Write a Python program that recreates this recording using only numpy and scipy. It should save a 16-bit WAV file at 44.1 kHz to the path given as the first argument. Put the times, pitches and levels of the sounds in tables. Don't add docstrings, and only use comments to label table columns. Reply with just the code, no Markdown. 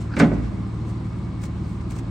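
import sys
import numpy as np
from scipy import signal
from scipy.io import wavfile

SR = 44100
rng = np.random.default_rng(int(sys.argv[2]) if len(sys.argv) > 2 else 0)


def wav_record(signal):
    frames = np.transpose(np.atleast_2d(signal))
    bounded = np.clip(frames, -1, 1)
    quanta = np.round(bounded * 32767).astype(np.int16)
    wavfile.write(sys.argv[1], SR, quanta)


N = 92610
T = np.arange(N) / SR
BANDS = 25 * 2 ** (np.arange(29) / 3)

# (time [s], strength [dB], brightness [Hz], crushed grit level [dB])
BLOWS = [(0.166, -10, 3020, -40.5), (0.175, -4.5, 330, -60), (0.1962, -11, 6000, -25.5),
         (0.1987, 0, 2710, -38), (0.2115, 2.5, 432, -52), (0.224, 1.5, 803, -53.5),
         (0.2430, -21, 2400, -58), (0.314, -6, 637, -58), (0.368, -4, 219, -64.5)]
def platform(width_db=-4.5, ring_db=2.5, pan_db=-1.5):
    metal = metal_tones() + from_db(ring_db) * metal_ring(width_db)
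    crushing = sum(from_db(db) * swell(time, rise=0.0051, fall=0.0075) for time, _, _, db in BLOWS)
    crunch = lowpass(grit(width_db), hz=11160) * crushing
    return (metal + crunch) * from_db([[pan_db / 2], [-pan_db / 2]])


def shaking(hz, fade, rise_cycles=1.2):
    power = np.zeros(N)
    one_blow = struck(0, rise_cycles / hz, fade) ** 2
    for time, strength_db, bright_hz, _ in BLOWS:
        start = int(time * SR)
        power[start:] += (from_db(strength_db) * treble_loss(hz, bright_hz)) ** 2 * one_blow[:N - start]
    return np.sqrt(power)


# (pitch [Hz], level per blow [dB], time to fade by 60 dB [s])
METAL_TONES = [(164.5, -20.5, 0.34), (202, -28.5, 1), (235.8, -14.5, 0.21), (283, -14, 0.31),
               (326, -22.5, 0.26), (368.5, -27, 0.18), (409.8, -24, .23), (566.6, -23.5, .2),
               (602, -26.5, 0.26), (632, -25.5, 0.15), (711, -29.5, 0.35), (826, -27.5, 0.19),
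               (1313.5, -43, 0.073), (1494, -24, 0.14), (1510, -22, 0.18), (1937, -28, 0.27),
               (2104, -24.5, 0.14), (2320, -18, 0.063)]
def metal_tones():
    return sum(from_db(db) * shaking(hz, fade) * np.sin(2 * np.pi * (hz * T + rng.random()))
               for hz, db, fade in METAL_TONES)


# (pitch [Hz], relative band level [dB], time to fade by 60 dB [s])
METAL_RING = [(69.5, -47, 0.078), (130, -27.5, 0.39), (242, -22, 0.2), (426, -28, 0.24), (687, -30, 0.21),
              (990, -32, 0.25), (1460, -25.5, 0.15), (2037, -26.5, 0.18), (2870, -35.5, 0.23),
              (4950, -31, 0.15), (8400, -39, 0.36), (12000, -45, .11)]
def metal_ring(width_db):
    ring = 0
    for hz in BANDS[BANDS > METAL_RING[0][0]]:
        level = from_db(at_hz(METAL_RING, hz)) * shaking(hz, fade=at_hz(METAL_RING, hz, column=2))
        ring += level * band(rng.standard_normal((2, N)), hz, width_db)
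    return ring


# (pitch [Hz], relative level [dB])
BODY_TONES = [(54.73, 1.5), (40.5, -13)]
def truck_body(start=0.25, rise=0.012, hold=0.22, fade=0.35, level_db=-26):
    age = np.maximum(T - start, 0)
    level = (1 - np.exp(-age / rise)) * from_db(level_db - 60 * np.maximum(age - hold, 0) / fade)
    return level * sum(from_db(db) * np.sin(2 * np.pi * hz * age) for hz, db in BODY_TONES)


# (pitch [Hz], relative level [dB])
HINGE_TONES = [(950, -5.5), (1480, 4), (2300, -10), (4500, -10.5)]
def hinge(slips_per_s=2500):
    slips = (rng.random(N) < slips_per_s / SR) * rng.uniform(0.17, 1, N) + 1e-18
    creak = sum(from_db(db) * resonate(slips, hz, sharpness=4) for hz, db in HINGE_TONES)
    return from_db(-36.5) * rms_one(creak) * swell(0.142, rise=0.02, fall=0.012)


def stone_snap():
    return from_db(-49.5) * struck(0.383, rise=0.0005, fade=0.032) * ringing_noise(13200, width_hz=5900)


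# (time [s], level [dB], rise [s], fall [s], muffled above [Hz])
SCUFFS = [(0.016, -44.5, 0.02, .025, 12000), (0.343, -41.5, 0.011, .015, 5500),
          (0.449, -44, 0.044, .035, 5000), (0.894, -45.5, 0.024, .018, 12000),
          (1.06, -55, .012, .04, 12000), (1.42, -43, 0.0062, .005, 15000),
          (1.439, -35.5, 0.0057, .006, 14000), (1.454, -39.5, 0.0041, .012, 14000),
          (1.70, -53, 0.085, .08, 14000), (1.813, -41, 0.0059, .005, 5000),
          (1.909, -38.5, 0.0058, .004, 15000), (1.92, -42, 0.0055, .016, 14000),
          (1.966, -42, 0.011, .012, 12000), (1.989, -38, 0.0047, .007, 12000)]
def soles():
    crunch = grit(width_db=0)
    return sum(from_db(db) * lowpass(crunch * swell(time, rise, fall), hz)
               for time, db, rise, fall, hz in SCUFFS)


# (time [s], level [dB])
HEELS = [(1.439, -37.5), (1.908, -38.5), (1.988, -48)]
def heels():
    knock = rms_one(lowpass(rng.standard_normal(N), hz=1190))
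    clack = from_db(-5) * ringing_noise(2160, width_hz=170)
    return (knock + clack) * sum(from_db(db) * struck(time, rise=0.0011, fade=0.033) for time, db in HEELS)


# (pitch [Hz], relative level per hertz [dB])
GRIT_TONE = [(500, -2), (1500, 2.5), (2400, 0.5), (3200, -3.5), (6000, -2), (8600, 0), (10500, -19.5),
             (12500, -7), (15500, 3)]
def grit(width_db, clicks_per_s=4000, spread_db=3.4):
    shape = (2, 2, N)
    sizes = from_db(spread_db * np.minimum(rng.exponential(1, shape), 4)) * rng.choice([-1, 1], shape)
    clicks = sizes * (rng.random(shape) < clicks_per_s / SR)
    return rms_one(sum(from_db(at_hz(GRIT_TONE, hz)) * np.sqrt(hz) * band(clicks[k % 2], hz, width_db)
                       for k, hz in enumerate(BANDS) if hz > GRIT_TONE[0][0]))


def engine(firing_hz=37.56, speed_waver=0.0028):
    phase = 2 * np.pi * np.cumsum(firing_hz * (1 + speed_waver * drift(1.22))) / SR
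    throb = rms_one(1 + 0.1 * np.cos(phase / 2) + 0.058 * np.cos(phase) + 0.082 * np.cos(2 * phase))
    return engine_drone(phase) + engine_rumble(throb) + engine_block(throb)


# (pitch [times the firing rate], level [dB])
DRONE_TONES = [(1, -52.5), (2, -36), (2.5, -46), (3, -32), (4, -43.5), (4.5, -42), (5, -38), (6.5, -56),
               (8.5, -52)]
def engine_drone(phase, hum_hz=53.6, hum_db=-39):
    drone = sum(from_db(db + drift(1.7)) * np.sin(multiple * phase + rng.uniform(0, 2 * np.pi))
                for multiple, db in DRONE_TONES)
    hum = from_db(hum_db + drift(9)) * np.sin(2 * np.pi * (hum_hz * T + rng.random()))
    return np.sqrt(2) * (drone + hum)


# (pitch [Hz], band level [dB])
RUMBLE = [(25, -75.5), (45, -61), (90, -41.5), (150, -41), (220, -40.5), (310, -44), (420, -55), (600, -56),
          (820, -55), (1150, -55.5), (1600, -61), (2250, -62), (3000, -66.5), (4400, -64.5), (6000, -71),
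          (8600, -69), (10500, -103), (15000, -73)]
def engine_rumble(throb):
    rumble = 0
    for hz in BANDS:
        level = from_db(at_hz(RUMBLE, hz) + drift(17))
        pulse = 1 + (throb - 1) * treble_loss(hz, bright_hz=1000)
        rumble += level * pulse * band(rng.standard_normal((2, N)), hz, width_db=-0.5)
    return rumble


# (pitch [Hz], width [Hz], level [dB])
BLOCK_TONES = [(310.8, 69, -44), (1044, 185, -55), (1196, 87, -57), (2213, 61, -64.5)]
def engine_block(throb):
    return throb * sum(from_db(db) * ringing_noise(hz, width) for hz, width, db in BLOCK_TONES)


def yard_echo(sound, level_db=-24):
    tail = lowpass(rng.standard_normal((2, N)), hz=4530) * struck(0.022, rise=0.046, fade=1.0)
    return from_db(level_db) * signal.fftconvolve(sound, rms_one(tail) / np.sqrt(N), axes=1)[:, :N]


# (pitch [Hz], left-right difference against the shared part [dB])
STEREO_WIDTH = [(50, -28.5), (110, -15.5), (250, -10.5), (600, -4.5), (1400, -2.5), (3000, -1.5),
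                (6000, -6.5), (12000, 2)]
def band(pair, hz, width_db):
    sos = signal.butter(2, [hz * 2 ** (-1 / 6), hz * 2 ** (1 / 6)], "band", fs=SR, output="sos")
    padded = np.hstack([pair[:, -SR // 10:], pair])
    shared, difference = rms_one(signal.sosfilt(sos, padded)[:, -N:])
    return shared + from_db(at_hz(STEREO_WIDTH, hz) + width_db) * difference * [[1], [-1]]


def swell(time, rise, fall):
    return np.exp(-np.maximum((time - T) / rise, (T - time) / fall))


def struck(time, rise, fade):
    age = np.maximum(T - time, 0)
    return (1 - np.exp(-age / rise)) * from_db(-60 * age / fade)


def treble_loss(hz, bright_hz):
    return 1 / np.sqrt(1 + (hz / bright_hz) ** 4)


def resonate(x, hz, sharpness):
    b, a = signal.iirpeak(hz, sharpness, fs=SR)
    return rms_one(signal.lfilter(b, a, signal.lfilter(b, a, x)))


def ringing_noise(hz, width_hz):
    return resonate(rng.standard_normal(N), hz, hz / width_hz)


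def drift(rate_hz):
    r = np.exp(-80 * np.pi * rate_hz / SR)
    slow = signal.lfilter([1], [1, -2 * r, r * r], rng.standard_normal(N // 40 + 2002))[2000:]
    return np.interp(np.arange(N) / 40, np.arange(len(slow)), rms_one(slow))


def lowpass(x, hz, order=2):
    return signal.sosfilt(signal.butter(order, min(hz, 0.45 * SR), fs=SR, output="sos"), x + 1e-18)


def at_hz(rows, hz, column=1):
    table = np.array(rows)
    return np.interp(np.log(hz), np.log(table[:, 0]), table[:, column])


def from_db(db):
    return 10 ** (np.asarray(db) / 20)


def rms_one(x):
    return x / np.sqrt(np.mean(x ** 2) + 1e-20)


def scene():
    slam = platform() + hinge() + stone_snap()
    return slam + yard_echo(slam) + truck_body() + soles() + heels() + engine()


def record(dry, treble_hz=9020, treble_db=-11, cutoff_hz=15800):
    rounded = 1.3 * np.tanh(dry / 1.3)
    top = signal.sosfilt(signal.butter(10, treble_hz, "high", fs=SR, output="sos"), rounded)
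    dulled = lowpass(rounded, treble_hz, order=10) - from_db(treble_db) * top
    return signal.sosfilt(signal.ellip(10, 0.1, 80, cutoff_hz, fs=SR, output="sos"), dulled)


dry = scene()
out = record(dry)
wav_record(out)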